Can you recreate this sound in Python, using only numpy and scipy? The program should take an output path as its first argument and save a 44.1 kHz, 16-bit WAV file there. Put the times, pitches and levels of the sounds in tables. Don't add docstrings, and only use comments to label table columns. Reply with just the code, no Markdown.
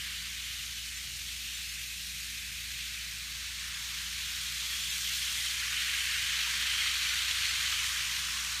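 import sys
import numpy as np
from scipy import signal
from scipy.fft import rfft, irfft, next_fast_len
from scipy.io import wavfile
from scipy.ndimage import uniform_filter1d

SR = 44100
rng = np.random.default_rng(int(sys.argv[2]) if len(sys.argv) > 2 else 0)


def unload_audio(sound):
    columns = np.transpose(np.atleast_2d(sound))
    steps = np.round(np.clip(columns, -1, 1) * 32767)
    wavfile.write(sys.argv[1], SR, steps.astype(np.int16))


def invert_db(x):
    u = np.asarray(x, float) / 20
    return 10 ** u


N = 379260
TIME = np.arange(N) / SR
PAD = next_fast_len(N, True)
FREQ = np.fft.rfftfreq(PAD, 1 / SR) + 1e-6
TOP_HZ = 15310
ROOM_DB = -63
THUD_DB = -46

# [f/Hz, level/dB per Hz]
ROOM_TONE = [(20, -40), (42, -30), (48, -9), (70, -1.5), (100, -7), (150, -8.5), (200, -13), (300, -19.5),
             (425, -24.5), (628, -26), (900, -24.5), (1300, -62)]
# [f/Hz, rms level/dB, share smeared by vibration/0-1, smear width/Hz]
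HUM = [(59.7, -53, 0, 9), (85, -63.5, 0.9, 3.95), (119.8, -65.5, 1, 28), (139, -72, 0.94, 22),
       (167, -72.5, 0.98, 8), (178.5, -69.5, 0.4, 5.3), (238, -72, 0.07, 5.2), (297, -88, 0.9, 9.9),
       (360, -90.5, 0.75, 6)]
# [t/s, f/Hz, level/dB]
MOTOR = [
    [(0, 700, -84), (.6, 725, -84), (1.4, 736, -83), (2.2, 742, -88), (2.8, 720, -86), (3.4, 694, -89),
     (3.7, 690, -110)],
    [(5, 668, -110), (5.5, 660, -85), (6.2, 635, -85), (6.5, 635, -110)],
    [(2.2, 418, -110), (2.6, 418, -93), (4.3, 418, -92), (6.6, 415.2, -84), (7, 427.5, -75.5),
     (7.3, 418.5, -89), (7.5, 416, -70), (7.7, 418, -100), (8.6, 418, -92)],
]
# [t/s, peak level/dB, ring f/Hz]
KNOCKS = [(.08, -68, 474), (.52, -66, 770), (1.58, -66, 873), (2.36, -66, 514), (2.9, -69, 670),
          (3.36, -67, 590), (3.48, -59, 930), (4.62, -56, 940), (5.94, -66, 422), (6.08, -68, 573),
          (6.46, -49, 954), (7.26, -60, 770), (7.45, -61, 755), (7.62, -62, 596), (8.05, -71, 680),
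          (8.439, -65, 392), (.4, -66, 940), (.68, -63, 950), (3.8, -61, 940), (4.3, -64, 762),
          (5.719, -45, 1720), (5.81, -44, 1940), (6.72, -41, 1577), (6.36, -55, 860), (6.8, -58, 870)]
# [t/s, peak level/dB]
JOINTS = [(4.599, -26), (4.7299, -24), (4.9246, -25), (5.3633, -24), (5.7279, -22.5), (5.932, -22),
          (6.0036, -21), (6.067, -27), (6.118, -28), (6.2711, -28), (6.552, -30), (6.6237, -22),
          (6.671, -19.5), (6.7226, -26), (6.8102, -20), (6.869, -19), (6.9634, -25), (7.0286, -23),
          (7.113, -30), (7.2384, -28), (7.3096, -16), (7.4106, -28), (7.4525, -20), (7.5068, -24),
          (7.677, -30), (7.724, -18), (8.0042, -20), (8.1227, -25), (8.164, -22), (8.2843, -26)]
# [t/s, f/Hz, level over nearness/dB]
GEARS = [(.3, 3000, -44), (1.1, 2899, -50), (1.7, 2660, -41.5), (2.2, 2500, -45), (3, 2523, -44),
         (3.5, 2690, -58), (4.5, 3300, -54), (4.72, 3346, -39.5), (5, 3340, -45.5), (5.7, 3050, -46),
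         (5.85, 2950, -44.5), (6.3, 3000, -41.5), (6.5, 3090, -50), (6.7, 3120, -40), (7.35, 3113, -51),
         (7.6, 3097, -43.5), (8.1, 3154, -47), (8.3, 3050, -62)]
# [t/s, nearness level/dB, drumming into the floor level/dB, share on raised deck/0-1]
TRAIN = [(0, -2.5, -0.5, .9), (.35, -3, -0.2, 1), (1.1, -4.4, -1, 0.44), (1.9, -4.5, -2.5, 0.27),
         (2.5, -4, -1, 0.56), (3.3, -3.5, 1.5, 0.57), (3.75, -1.4, 3, .75), (4, -0.8, 1.5, .5),
         (4.55, -0.2, 0, 0.4), (4.65, 0.6, -1.4, 0.4), (5, 2, -1.8, 0), (5.4, 3, -1.5, 0.15),
         (5.65, 2.5, 0, 0.9), (5.8, 3.5, -1.5, 0.99), (6.7, 5, 0.4, 1), (7.7, 5, 0.6, 0.63),
         (8.3, 3, 2.5, 0.17), (8.6, 3, 3.5, 0)]
# [f/Hz, level/dB per Hz]
BED_TONE = [(260, -32), (450, -43.5), (694, -30), (1090, -10.5), (1580, -3.5), (2360, -3), (3130, -4.5),
            (4300, -6.5), (4930, -8.5), (5600, -17), (7280, -38), (12300, -120)]
RAIL_TONE = [(3500, -16), (4400, -4), (4910, -2.5), (6280, -3), (7100, -4), (7800, -6.5), (8700, -6.5),
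             (10000, -9), (11400, -10), (12800, -11.5), (14700, -13), (15400, -16)]
BED_ZONES = [1200, 2100, 3600]
RAIL_ZONES = [7000, 12500]
# [level/dB, growth with nearness/dB per dB, share of floor drumming/dB per dB, change on the deck/dB]
BOOM = (-54.5, 1.45, 0.9, -0.2)
DRONE = (-45.5, 1.02, -0.36, 3)
SHELL = (-39, 0.89, -0.32, 0.08)
HISS = (-40, 0.8, -.15, -1.55)
FIZZ = (-46.5, 0.58, -0.6, -1.7)
# [f/Hz, width/Hz, level/dB]
CASE_DIPS = [(4910, 200, -1.5), (7550, 360, -1), (10520, 400, -4)]
# [start t/s, end t/s]
CLEARER = (2.4, 5.2)
# [t/s, low f/Hz, high f/Hz]
SPLITS = [(.81, 4650, 5680), (.972, 5680, 6890), (1.088, 7580, 10330), (1.556, 5680, 7580),
          (1.695, 4650, 6290), (2.485, 11020, 13090), (3.759, 4220, 5160), (3.759, 10330, 12200),
          (4.83, 5680, 6890), (4.902, 4650, 6290), (6.339, 8960, 11020), (7.105, 6290, 7580),
          (7.497, 5160, 6890)]


def unit(x):
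    return x / np.sqrt(np.mean(x ** 2))


def walk(rate, every=1):
    k = max(int(SR / rate / every), 2)
    held = np.repeat(rng.standard_normal(N // every // k + 2), k)
    slewed = uniform_filter1d(uniform_filter1d(held, k), k)
    return unit(slewed[:len(TIME[::every])])


def smear(width_hz, every=1):
    slow = walk(width_hz, every) + 1j * walk(width_hz, every)
    return np.repeat(slow, every)[:N] / np.sqrt(2)


def colour(x, tone):
    hz, db = np.transpose(tone)
    return rfft(x, PAD) * invert_db(np.interp(np.log(FREQ), np.log(hz), db))


def shaped(x, gain):
    return irfft(rfft(x, PAD) * gain, PAD)[:N]


def bandpass(x, order, lo_hz, hi_hz):
    return signal.sosfilt(signal.butter(order, [lo_hz, hi_hz], "band", fs=SR, output="sos"), x)


def decay(t, t60):
    return np.exp(-np.log(1000) * t / t60)


def columns(table):
    s, *rest = np.transpose(table)
    return [np.interp(TIME, s, c) for c in rest]


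def room():
    rumble = irfft(colour(rng.standard_normal(N), ROOM_TONE), PAD)[:N]
    out = invert_db(ROOM_DB + 1.7 * walk(8)) * unit(rumble)
    for hz, db, share, width_hz in HUM:
        share = np.clip(share, 0, 1)
        shake = np.sqrt(1 - share) + np.sqrt(share) * smear(width_hz, every=8)
        line = np.exp(2j * np.pi * (hz * TIME + rng.random()))
        out = out + invert_db(db + 3.5) * np.real(shake * line)
    return out


def motor():
    out = 0
    for stretch in MOTOR:
        hz, db = columns(stretch)
        note = np.exp(2j * np.pi * np.cumsum(hz) / SR)
        brushes = .92 + .35 * smear(16, every=8)
        out = out + invert_db(db + 3) * np.real(brushes * note)
    return out


def knocks(t60=0.31, rise_s=0.0098):
    out, t = np.zeros(N + 8000), np.arange(8000) / SR
    envelope = decay(t, t60) * (1 - np.exp(-t / rise_s))
    for s, db, hz in KNOCKS:
        i = int(s * SR)
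        out[i:i + 8000] += invert_db(db) * np.sin(2 * np.pi * hz * t) * envelope
    return out[:N]


def joints(t60=0.046, share_db=-8.5, width_hz=2600, spread=0.094):
    rattles, thuds = np.zeros(N + 4000), np.zeros(N + 4000)
    t, ring = np.arange(4000) / SR, columns(GEARS)[0]
    envelope = decay(t, t60) * (1 - np.exp(-t / 0.00046))
    for s, db in JOINTS:
        i, noise = int(s * SR), rng.standard_normal(4000)
        hz = ring[i] * (1 + spread * rng.standard_normal())
        rattle = unit(bandpass(noise, 2, hz - width_hz / 2, hz + width_hz / 2))
        rattles[i:i + 4000] += invert_db(db + share_db) * rattle * envelope
        thuds[i:i + 4000] += invert_db(db) * unit(bandpass(noise, 2, 420, 900)) * decay(t, 0.065)
    bright = signal.sosfilt(signal.butter(4, 1300, "high", fs=SR, output="sos"), rattles[:N])
    return bright + invert_db(THUD_DB + columns(TRAIN)[0]) * thuds[:N]


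def gears(width_hz=600):
    hz, db = columns(GEARS)
    turn = np.exp(2j * np.pi * np.cumsum(hz) / SR)
    return invert_db(db + columns(TRAIN)[0] + 1.7 * walk(30)) * np.real(turn * smear(width_hz))


def grit(rate, scatter_db, smooth):
    size_db = scatter_db * np.minimum(rng.exponential(size=N), 3)
    ticks = (rng.random(N) < rate / SR) * rng.choice([-1., 1.], N) * invert_db(size_db)
    return unit(ticks) + smooth * rng.standard_normal(N)


def parts(*answers):
    near, floor, deck = columns(TRAIN)
    return [db + growth * near + share * floor + deck_db * deck for db, growth, share, deck_db in answers]


def rolling(drive, tone, curves, zones_hz, lo_hz, patchy_db, flicker_db, count):
    every = 64
    spectrum, levels = colour(drive, tone), [c[::every] for c in curves]
    ramps, octave = np.eye(len(zones_hz)), np.log2(FREQ / lo_hz)
    zone_rms = []
    for ramp in ramps:
        weight = np.interp(np.log(FREQ), np.log(zones_hz), ramp)
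        zone_rms.append(np.sqrt(2 * np.sum(weight * np.abs(spectrum) ** 2)) / N)
    out, neighbour = 0, walk(3.5, every)
    for k in range(count):
        place = np.clip(3 * octave - k, -1, 1)
        band = irfft(spectrum * np.cos(np.pi / 2 * place) ** 2, PAD)[:N]
        centre = np.log(lo_hz * 2 ** (k / 3))
        db = 0
        for ramp, level, rms in zip(ramps, levels, zone_rms):
            db = db + np.interp(centre, np.log(zones_hz), ramp) * (level - 20 * np.log10(rms))
        own = walk(3.566, every)
        db = db + patchy_db * (own + neighbour) / 2 + flicker_db * walk(22, every)
        out = out + band * np.interp(TIME, TIME[::every], invert_db(db))
        neighbour = own
    return out


def train():
    jolt = invert_db(0.14 * walk(14) + 0.23 * walk(70) + .5 * walk(260))
    bed = rolling(grit(5000, 3.6, 2.25), BED_TONE, parts(BOOM, DRONE, SHELL), BED_ZONES, 424,
                  patchy_db=0.7, flicker_db=0.66, count=13)
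    rail = rolling(grit(3000, 3.3, 1.9), RAIL_TONE, parts(HISS, FIZZ), RAIL_ZONES, 3800,
                   patchy_db=0.36, flicker_db=0.34, count=8)
    low = 1 / (1 + (FREQ / 4750) ** 40)
    return jolt * (shaped(bed, np.sqrt(low)) + shaped(rail, np.sqrt(1 - low)))


def scene():
    mono = room() + motor() + knocks() + joints() + gears() + train()
    return np.array([mono, mono])


def thin_treble(x, from_hz=7000, speckle_db=1.04):
    hz, s, cells = signal.stft(x, SR, "hann", 2048)
    speckle = unit(uniform_filter1d(rng.standard_normal(cells.shape), size=7, axis=0))
    cells = cells * invert_db(speckle_db * (hz[:, None] > 300) * speckle)
    size = uniform_filter1d(np.abs(cells), size=5, axis=0)
    floor_db = np.where((s > CLEARER[0]) & (s < CLEARER[1]), -6.5, -4)
    floor = invert_db(floor_db) * np.mean(size[(hz > 10000) & (hz < TOP_HZ)], axis=0)
    kept = (size > floor) | (hz[:, None] < from_hz)
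    return signal.istft(cells * kept, SR, "hann", 2048)[1][:N]


def split(mono):
    out, window = np.array([mono, mono]), np.sin(np.pi * np.arange(2048) / 2048) ** 2
    hz = np.fft.rfftfreq(2048, 1 / SR)
    for s, lo_hz, hi_hz in SPLITS:
        i, inside = int(s * SR) - 1024, (hz > lo_hz) & (hz < hi_hz)
        old = irfft(rfft(mono[i:i + 2048]) * inside)
        new = irfft(rfft(rng.standard_normal((2, 2048))) * inside)
        out[:, i:i + 2048] += window * (1.2 * np.std(old) * unit(new) - old)
    return out


def top_cut(x):
    return signal.sosfilt(signal.butter(12, 16390, fs=SR, output="sos"), x)


def record(dry):
    dips_db = sum(db * np.exp(-((FREQ - hz) / width) ** 2) for hz, width, db in CASE_DIPS)
    bass_cut = 1 / np.sqrt(1 + (46 / FREQ) ** 10)
    mono = thin_treble(shaped(dry[0], invert_db(dips_db) * bass_cut))
    mix = split(shaped(mono, FREQ < TOP_HZ))
    return top_cut(mix)


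dry = scene()
out = record(dry)
unload_audio(out)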